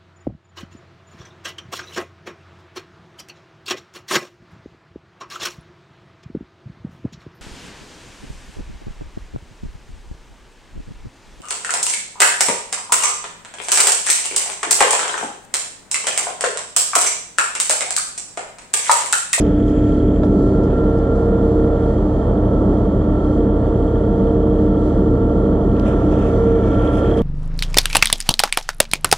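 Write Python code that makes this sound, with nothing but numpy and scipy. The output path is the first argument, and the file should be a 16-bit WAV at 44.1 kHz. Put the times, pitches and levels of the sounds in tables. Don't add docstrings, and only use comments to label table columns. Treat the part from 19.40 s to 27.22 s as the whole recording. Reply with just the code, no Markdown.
import sys
import numpy as np
from scipy import signal
from scipy.fft import rfft, irfft, next_fast_len
from scipy.io import wavfile
from scipy.ndimage import uniform_filter1d, minimum_filter1d, map_coordinates

SR = 44100
rng = np.random.default_rng(int(sys.argv[2]) if len(sys.argv) > 2 else 0)


def inscribe(sig):
    pcm = np.round(np.clip(np.atleast_2d(sig).T, -1, 1) * 32767)
    wavfile.write(sys.argv[1], SR, pcm.astype(np.int16))


N = 344862


def amp(db):
    return 10 ** (np.asarray(db) / 20)


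def unit(x):
    return x / np.sqrt(np.mean(x ** 2) + 1e-20)


def along(points, hz):
    f, v = np.transpose(points)
    return np.interp(np.log(hz + 1), np.log(f + 1), v)


def curves(rows):
    s, *columns = np.transpose(rows)
    return [np.interp(np.arange(N) / SR, s, column) for column in columns]


def wobble(rate):
    coarse = np.arange(0, N + 64, 64)
    knots = rng.standard_normal(int(N * rate / SR) + 4)
    return np.interp(np.arange(N), coarse, map_coordinates(knots, [coarse * rate / SR]))


def filtered(x, response):
    m = next_fast_len(N + SR // 2)
    return irfft(rfft(x, m) * response(np.fft.rfftfreq(m, 1 / SR)), m)[..., :N]


def coloured(x, spectrum):
    return unit(filtered(x, lambda hz: amp(along(spectrum, hz))))


def noise():
    return rng.standard_normal((2, N))


def tone(turns, db, waver_db):
    level = np.sqrt(2) * amp(db + waver_db * wobble(9))
    return level * np.sin(2 * np.pi * (turns + rng.random()))


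# time in seconds, cycles a second.
SPEED = [(0, 12.38), (.5, 12.49), (1.07, 12.46), (1.13, 12.624), (1.33, 12.651), (1.66, 12.656),
         (1.8, 12.78), (1.97, 12.8), (2.08, 12.7), (2.16, 12.7), (2.5, 12.705), (2.66, 12.622),
         (3.1, 12.57), (3.49, 12.643), (3.83, 12.573), (4.33, 12.715), (5.16, 12.711), (5.66, 12.663),
         (6.49, 12.664), (6.7, 12.585), (6.82, 12.596), (6.97, 12.735), (7.1, 12.735), (7.3, 12.632),
         (7.67, 12.63), (7.82, 12.75)]


def cycle():
    return np.cumsum(curves(SPEED)[0]) / SR


# time in seconds, gain in dB.
SWELL = [(0, 4), (.25, 2.5), (1, -1.5), (1.3, 2), (2, 0), (6.3, 0), (6.5, 5.5), (7, 5), (7.3, 5.5),
         (7.5, 7.5), (7.82, 6.5)]


def swell():
    return curves(SWELL)[0]


def shade():
    return -10.5 * np.clip(1 - np.arange(N) / SR / 3.2, 0, 1)


# multiple of the cycle rate, level in dB rms before any waver, swell or shade.
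ORDERS = [(3.0, -28), (6.0, -23), (9.0, -29), (19.0, -40), (22.0, -35), (30.0, -37), (31.0, -36),
          (33.0, -36), (35.0, -42), (37.0, -35), (38.0, -43), (39.0, -38), (44.0, -44), (45.0, -44),
          (47.0, -43), (48.0, -42), (57.0, -52), (59.0, -54), (66.0, -56), (67.0, -60), (68.0, -56),
          (69.0, -53), (70.0, -58), (71.0, -59), (73.0, -60), (74.0, -58), (75.0, -59), (76.0, -62),
          (78.0, -60), (80.0, -57), (87.0, -60), (90.0, -51), (91.0, -59), (92.0, -52), (93.0, -54),
          (94.0, -60), (96.0, -59), (99, -63), (104, -63), (106, -60), (109, -62), (110, -64), (41, -43),
          (102, -63), (115, -64)]
KNOCK_LOW, KNOCK_HIGH = 87, 96


def engine_orders():
    turns = cycle()
    return sum(tone(k * turns, db, waver_db=0.2) for k, db in ORDERS if not KNOCK_LOW <= k <= KNOCK_HIGH)


def engine_knock():
    turns = cycle() - .55
    gain_db = shade() + .5 * swell()
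    return sum(np.sqrt(2) * amp(db + gain_db) * np.cos(2 * np.pi * k * turns)
               for k, db in ORDERS if KNOCK_LOW <= k <= KNOCK_HIGH)


# time in seconds, level in dB rms before its waver.
GEAR = [(0.0, -18), (0.06, -15.5), (1.22, -22.5), (1.37, -31), (1.39, -23), (1.74, -27), (2.18, -20),
        (2.52, -26), (2.68, -21), (2.9, -37), (2.98, -23), (3.31, -21), (3.33, -26.5), (3.96, -18.5),
        (4.16, -26), (4.2, -21.5), (4.44, -24.5), (5.34, -21), (6.62, -24.5), (6.66, -19), (6.82, -20.5),
        (6.97, -33.5), (7.08, -23), (7.82, -25)]
# time in seconds, level in dB rms before its waver.
PUMP = [(0.0, -38), (0.04, -28.5), (1.04, -28.5), (1.11, -34), (1.15, -26.5), (2.07, -20), (2.5, -21.5),
        (2.59, -43.5), (2.72, -26.5), (3.11, -35), (3.94, -36), (4.01, -24.5), (4.22, -27), (4.85, -21.5),
        (5.51, -27), (6.18, -24.5), (6.49, -36.5), (6.51, -27.5), (6.73, -36), (6.86, -21), (7.14, -17),
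        (7.43, -34.5), (7.8, -18.5), (7.82, -23)]
# time in seconds, level in dB rms before its waver.
BLADES = [(0, -35.5), (.35, -24.5), (.55, -23), (.8, -21.5), (1.1, -29), (1.4, -34), (2.2, -46), (3.4, -31),
          (4.2, -38), (5.1, -36.5), (6.1, -27.5), (6.5, -32.5), (6.75, -28.5), (7.82, -38.5)]


def hums():
    turns = cycle()
    gear = tone(24 * turns, curves(GEAR)[0], waver_db=1.0)
    pump = tone(36 * turns, curves(PUMP)[0], waver_db=1.16)
    blades = tone(20.5 * turns, curves(BLADES)[0], waver_db=3.0)
    return gear + pump + blades


MIDDLE_OVERTONES = {54: (-38, .2), 72: (-43.5, 0)}
# time in seconds, then the level
# in dB rms, before its waver, of multiples 105, 144, 180 and 252 of the cycle rate.
UPPER_OVERTONES = [(0, -61.5, -64, -71.5, -72), (1.5, -54, -63, -79, -69), (2.4, -52.5, -62, -77, -71.5),
                   (3.3, -49, -64, -80, -70.5), (4.8, -52.5, -70.5, -78, -71.5), (5.3, -48, -70, -86, -71),
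                   (6.2, -50, -63.5, -78, -73.5), (6.5, -47, -61, -67.5, -67.5), (7.0, -45, -63, -64, -70),
                   (7.3, -42, -63, -57.5, -65), (7.45, -44, -63, -65, -53), (7.7, -50, -62, -62, -53),
                   (7.82, -52, -62, -63, -59)]


def pump_overtones():
    turns, swell_db, shade_db = cycle(), swell(), shade()
    middle = sum(tone(k * turns, db + share * swell_db + shade_db * (k == 72), waver_db=1.14)
                 for k, (db, share) in MIDDLE_OVERTONES.items())
    upper_levels = zip((105, 144, 180, 252), curves(UPPER_OVERTONES))
    return middle + sum(tone(k * turns, db, waver_db=2.5) for k, db in upper_levels)


# time in seconds, level in dB rms before its waver.
WHINE = [(0, -50), (.15, -47), (.3, -46), (.54, -44), (.72, -45), (.85, -43), (.94, -43), (1.07, -40),
         (1.2, -39.5), (1.28, -41), (1.37, -36), (1.62, -40.5), (1.74, -37), (1.85, -44), (1.98, -41.5),
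         (2.1, -45), (2.35, -42.5), (2.52, -45.5), (2.7, -53), (3.1, -48), (3.5, -50.5), (3.8, -42.5),
         (4.1, -49), (4.7, -47), (5.1, -51.5), (5.5, -50), (5.85, -43.5), (6.2, -48), (6.45, -41),
         (6.85, -45), (7.0, -43), (7.28, -40.5), (7.34, -36), (7.45, -35.5), (7.82, -36)]
# middle in seconds, length in seconds.
BREAKS = [(0.788, 0.079), (1.112, 0.027), (1.308, 0.054), (1.765, 0.025), (2.028, 0.022), (2.104, .04),
          (7.786, 0.22)]


def pump_whine():
    t = np.arange(N) / SR
    dips = [1 - 0.91 * np.exp(-(2 * (t - s) / length) ** 6) for s, length in BREAKS]
    return np.prod(dips, axis=0) * tone(108 * cycle(), curves(WHINE)[0], waver_db=0.6)


# multiple of the idle cycle rate, level in dB rms before its waver.
IDLE = [(2, -48), (4, -39), (6, -23), (8, -43), (12, -47), (16, -43), (17, -37), (18, -36), (20, -38),
        (22, -43)]
# frequency in Hz, level in dB rms before its waver.
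LORRY_HUMS = [(42.4, -43), (107.5, -28.5)]


def lorry():
    t = np.arange(N) / SR
    idle_hz = 7.511
    firing = sum(tone(k * idle_hz * t, db, waver_db=.6) for k, db in IDLE)
    return firing + sum(tone(hz * t, db, waver_db=2.5) for hz, db in LORRY_HUMS)


# share of the cycle, relative level in dB.
TICKS = [(.115, -59.5), (.19, -64), (.445, -53.5), (.5, -60), (.56, -63), (.785, -55), (.84, -63),
         (.89, -62)]
# centre in Hz, width in Hz, relative level in dB per pass.
HEAD_MODES = [(1800, 350, -6), (3190, 420, 7.5), (3430, 330, 5), (4600, 700, -15)]
# time in seconds, how much earlier as a share of the cycle (negative is later).
ADVANCE = [(0, -.012), (3, -.006), (5, .01), (7.82, .017)]
# time in seconds, gain in dB on ticks of unit rms.
TICKING = [(0, -56.5), (.7, -57.5), (.95, -68), (1.3, -68), (2, -66), (3, -62.5), (5, -61), (6.2, -61.5),
           (6.6, -61), (7, -58.5), (7.3, -56.5), (7.45, -52), (7.56, -48), (7.82, -50)]


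def head(hz):
    return sum((-1) ** k * amp(db) * 1j * hz * w / (c * c - hz * hz + 1j * hz * w)
               for k, (c, w, db) in enumerate(HEAD_MODES))


def ticks():
    turns, rattle, blows = cycle() + curves(ADVANCE)[0], np.zeros(N), np.zeros(N)
    for share, db in TICKS:
        since = (turns - share) % 1
        count = np.floor(turns - share).astype(int)
        size_db = db + 1.2 * rng.standard_normal(128)[count % 128]
        rattle += amp(size_db - 60 * since / .2) * (1 - np.exp(-since / .008))
        blows += amp(size_db + 16) * np.diff(count, prepend=count[0])
    struck = blows * [[np.sqrt(2)], [0]] + rattle * noise()
    return amp(curves(TICKING)[0]) * unit(filtered(struck, lambda hz: head(hz) ** 2))


def repeating():
    count = 2 ** 11
    place = cycle() % 1 * count
    return np.array([np.interp(place, np.arange(count), p) for p in rng.standard_normal((2, count))])


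def throbbing():
    return amp(1.4 * np.cos(2 * np.pi * 3 * cycle())) * noise()


# frequency in Hz, relative density in dB per Hz.
EXHAUST = [(8, -120), (20, -43), (35, -25.5), (60, -13), (95, -10), (130, -7.5), (165, -6), (195, 4.5),
           (245, -7), (285, -4), (390, -5), (430, -8), (600, -20.5), (760, -39.5), (1500, -120)]


def exhaust():
    level_db = -19 - 0.14 * swell() + 1.1 * wobble(2.514) + 0.52 * wobble(6.6)
    return amp(level_db) * coloured(noise(), EXHAUST)


# frequency in Hz, relative density in dB per Hz.
BODY = [(200, -120), (400, -20), (480, -2.5), (620, -3.5), (700, -10), (790, -14), (900, -17),
        (1070, -20.5), (1300, -22), (1450, -29.5), (1700, -41.5), (2600, -120)]
# time in seconds, level in dB rms before its wobble.
BODY_LEVEL = [(0, -31), (.22, -37), (.6, -33.5), (1.0, -30), (1.2, -28), (3, -27), (5, -29.5), (6.5, -27.5),
              (7.3, -28), (7.5, -25), (7.82, -26.5)]


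def engine_body():
    level_db = curves(BODY_LEVEL)[0] + 0.84 * wobble(6)
    return amp(level_db) * coloured(throbbing() + .33 * repeating(), BODY)


# frequency in Hz, relative density in dB per Hz.
FAN = [(600, -120), (1000, -36), (1400, -0.5), (1520, -6.5), (1820, -4.5), (1950, -10.5), (2300, -18),
       (2600, -24.5), (2900, -17), (3200, -13), (3480, -13.5), (3750, -23), (4500, -40.5), (7000, -120)]


def fan_roar():
    level_db = -50.5 + swell() + 0.9 * wobble(9.1)
    return amp(level_db) * coloured(throbbing() + .4 * repeating(), FAN)


# frequency in Hz, relative density in dB per Hz.
HISS = [(1800, -120), (3000, -32), (3800, -2), (4500, 1), (4950, -7.5), (6000, -9.5), (7700, -7),
        (8000, -9.5), (10200, -15), (11200, -24.5), (12500, -28.5), (13400, -39.5)]
HISS_DB = -63


def hiss():
    return amp(HISS_DB + 1.4 * wobble(8.8)) * coloured(noise() + 0.27 * repeating(), HISS)


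def echoed_hiss():
    added_power = np.abs(amp(2 * 0.42 * swell()) - 1)
    return amp(HISS_DB) * np.sqrt(added_power) * coloured(noise(), HISS)


# frequency in Hz, likeness (1 is the same, 0 unrelated).
ALIKE = [(100, .9997), (200, .9995), (430, .997), (780, .94), (950, 1), (1300, 0.9), (1700, .9),
         (2000, .85), (2400, .5), (2850, .4), (3250, .85), (3750, .68), (4400, .7), (4950, 0.67),
         (5600, .68), (8000, .6), (10500, .12), (13000, .06)]


def scattered(pair):
    def weights(hz):
        turn = np.arccos(np.clip(along(ALIKE, hz), -1, 1)) / 2
        return np.array([np.cos(turn), np.sin(turn)])
    mid, side = filtered(pair, weights)
    return np.array([mid + side, mid - side])


# time in seconds, level in dB rms before its flutter.
WHISTLE = [(0, -94.5), (3, -89.5), (6.4, -84.5), (6.5, -75), (6.9, -75.5), (7.4, -75), (7.6, -88),
           (7.82, -88)]


def whistle():
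    turns = 5993 * np.arange(N) / SR
    return np.array([amp(2.5 * wobble(45)) * tone(turns + .1 * wobble(60), curves(WHISTLE)[0], waver_db=1.3)
                     for port in "LR"])


# time in seconds, level in dB rms before its wobble.
RUSTLE = [(0, -59), (.15, -60.5), (.35, -55.5), (.75, -59), (1.3, -69), (7.82, -77.5)]
# frequency in Hz, relative density in dB per Hz.
CLOTH = [(1300, -60), (1700, 0), (2300, -2), (2800, -9), (3800, -31.5), (5500, -49.5), (6100, -25.5),
         (6700, -17.5), (7600, -14), (8100, -24.5), (9500, -69.5)]


def rustle():
    return amp(curves(RUSTLE)[0] + 3 * wobble(25)) * coloured(noise(), CLOTH)


def rough(n, size):
    return uniform_filter1d(rng.standard_normal(n), size=size) * np.sqrt(size)


def banded(order, band, x):
    return unit(signal.lfilter(*signal.butter(order, band, "bandpass", fs=SR), x))


# start of the hold in seconds,
# rise, hold and fall in seconds, lower band level in dB, upper band level in dB (both before the dulling),
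# top of the upper band in Hz.
NOISE_BURSTS = [(.006, 0.0083, 0.0088, .008, -41, -41, 7000), (0.054, .012, .015, 0.018, -50, -57, 7000),
                (.275, 0.016, .025, .03, -69.5, -55, 10550), (.835, .005, .02, .02, -69.5, -56, 10950),
                (1.235, .012, .01, .02, -65.5, -55, 7500), (1.315, .025, .02, .04, -56, -70.5, 7000),
                (1.58, .01, .005, .018, -71, -58, 9000), (1.757, .01, .005, .02, -70, -57, 9000),
                (2.699, .015, .005, 0.027, -57, -71.5, 6960), (6.371, 0.017, .005, .02, -52, -69.5, 7000),
                (6.455, .003, .04, .035, -44.5, -49.5, 10000), (6.6, .03, 0.028, .04, -55, -60.5, 8000),
                (6.711, .006, .02, 0.048, -49, -54.5, 7500), (6.794, .015, .085, 0.044, -48.5, -53, 8900),
                (7.074, .005, .04, 0.043, -52, -60, 7500), (7.231, .03, .09, .04, -53, -58.5, 7500),
                (7.345, .005, .01, 0.013, -56, -56, 12500), (7.44, .04, .06, .02, -48.5, -53.5, 10970),
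                (7.535, .012, .062, .012, -47, -46.5, 13000), (7.638, 0.022, .07, .03, -51.5, -57, 10470),
                (7.774, .005, .014, .012, -46, -46, 13000)]


def noise_bursts():
    t, out = np.arange(N) / SR, np.zeros((2, N))
    for s, rise, hold, fall, lower_db, upper_db, top_hz in NOISE_BURSTS:
        part = slice(max(round((s - .15) * SR), 0), round((s + .35) * SR))
        u = t[part] - s
        uneven_db = 2 * rough(len(u), size=60) + 1.8 * rough(len(u), size=350)
        grains = amp(uneven_db) * rng.standard_normal((2, len(u)))
        lower = banded(2, (1900, 3560), grains)
        upper = banded(2, (3500, min(top_hz, SR / 3)), grains)
        envelope = np.exp(np.minimum(0, np.minimum(u / rise, (hold - u) / fall)))
        out[:, part] += envelope * (amp(lower_db) * lower + amp(upper_db) * upper)
    return out


# start in seconds, level in dB before envelope and dulling, centre in Hz,
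# band edges as a ratio to the centre, decay time constant in seconds.
KNOCKS = [(6.37, -27, 65, 1.9, .04), (6.3972, -25.5, 5000, 2.4, .001), (6.462, -37, 2650, 1.12, .005),
          (7.345, -41, 2800, 1.15, .004), (7.778, -42, 4400, 1.15, .004)]


def knocks():
    out, u = np.zeros((2, N)), np.arange(SR // 5) / SR
    for s, db, hz, wide, decay in KNOCKS:
        start = round(s * SR)
        burst = banded(3, [hz / wide, hz * wide], rng.standard_normal(len(u)))
        blow = burst * np.exp(-u / decay) * (1 - np.exp(-2 * u / decay))
        out[:, start:start + len(u)] += amp(db) * blow[:N - start]
    return out


# frequency in Hz, relative level in dB, time to fall 60 dB in seconds.
BOARD = [(600, 2.5, .06), (750, -8.5, .05), (880, -8.5, .06), (1140, -14.5, 0.04), (1346, -8, 0.032),
         (1690, -17.5, .04), (2170, -27, .03), (2810, -32, .03), (3550, -31.5, 0.082), (3900, -33, .05),
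         (4700, -37, .03)]


def heel():
    out, u, start = np.zeros((2, N)), np.arange(SR // 5) / SR, round(.831 * SR)
    ring = sum(amp(db - 60 * u / t60) * np.sin(2 * np.pi * hz * u) for hz, db, t60 in BOARD)
    tap = amp(-28 - 60 * u / .04) * banded(2, (1500, 4500), rng.standard_normal((2, len(u))))
    out[:, start:start + len(u)] += amp(-14.5) * (ring + tap) * (1 - np.exp(-u / 0.0018))
    return out


# frequency in Hz, gain in dB.
DULLING = [(4600, 0.5), (5600, -6.5), (7500, -8), (10300, -9), (11100, -14.5), (13400, -20.5)]


def near_sounds():
    return filtered(noise_bursts() + knocks() + heel(), lambda hz: amp(along(DULLING, hz)))


def scene():
    forklift = engine_orders() + engine_knock() + hums() + pump_overtones() + pump_whine()
    roar = scattered(exhaust() + engine_body() + fan_roar() + hiss() + ticks()) + echoed_hiss()
    return forklift + lorry() + roar + whistle() + rustle() + near_sounds()


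# frequency in Hz, left minus right in dB.
TILT = [(100, 0), (258, -.4), (430, -1.7), (600, -5), (780, -9), (950, -7), (1120, -4), (1400, -1.5),
        (1900, 2.5), (2500, 3.5), (3200, -1), (3750, -1.5), (4300, -4.5), (5500, 7), (7000, 2.5),
        (9000, -3), (13000, -2.5)]
# frequency in Hz, lead of the left in radians.
LEAD = [(30, -0.035), (90, -0.04), (130, -0.06), (260, -0.09), (620, -0.12), (780, 0.5), (950, 1.06),
        (1400, 1.24), (2000, 0.8), (2300, 0), (2550, -2), (2850, -0.5), (3300, 0), (4500, 0), (4950, 2),
        (5350, 4), (13000, 4)]


def ports(hz):
    lead = along(LEAD, hz)
    ratio = amp(along(TILT, hz)) * np.exp(1j * lead)
    share = 2 * np.exp(-.5j * lead) / np.maximum(np.abs(1 + ratio), 1.2)
    return share * np.array([ratio, 1 + 0 * hz])


def record(dry):
    fade = np.minimum(1, np.minimum(np.arange(N), np.arange(N)[::-1]) / 90)
    x = filtered(dry * np.sin(np.pi / 2 * fade) ** 2, ports)
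    needed = np.minimum(1, .59 / (np.abs(x).max(axis=0) + 1e-9)) ** .8
    gain = uniform_filter1d(uniform_filter1d(minimum_filter1d(needed, size=401), size=200), size=200)
    return filtered(x * gain, lambda hz: hz < 13480)


dry = scene()
out = record(dry)
inscribe(out)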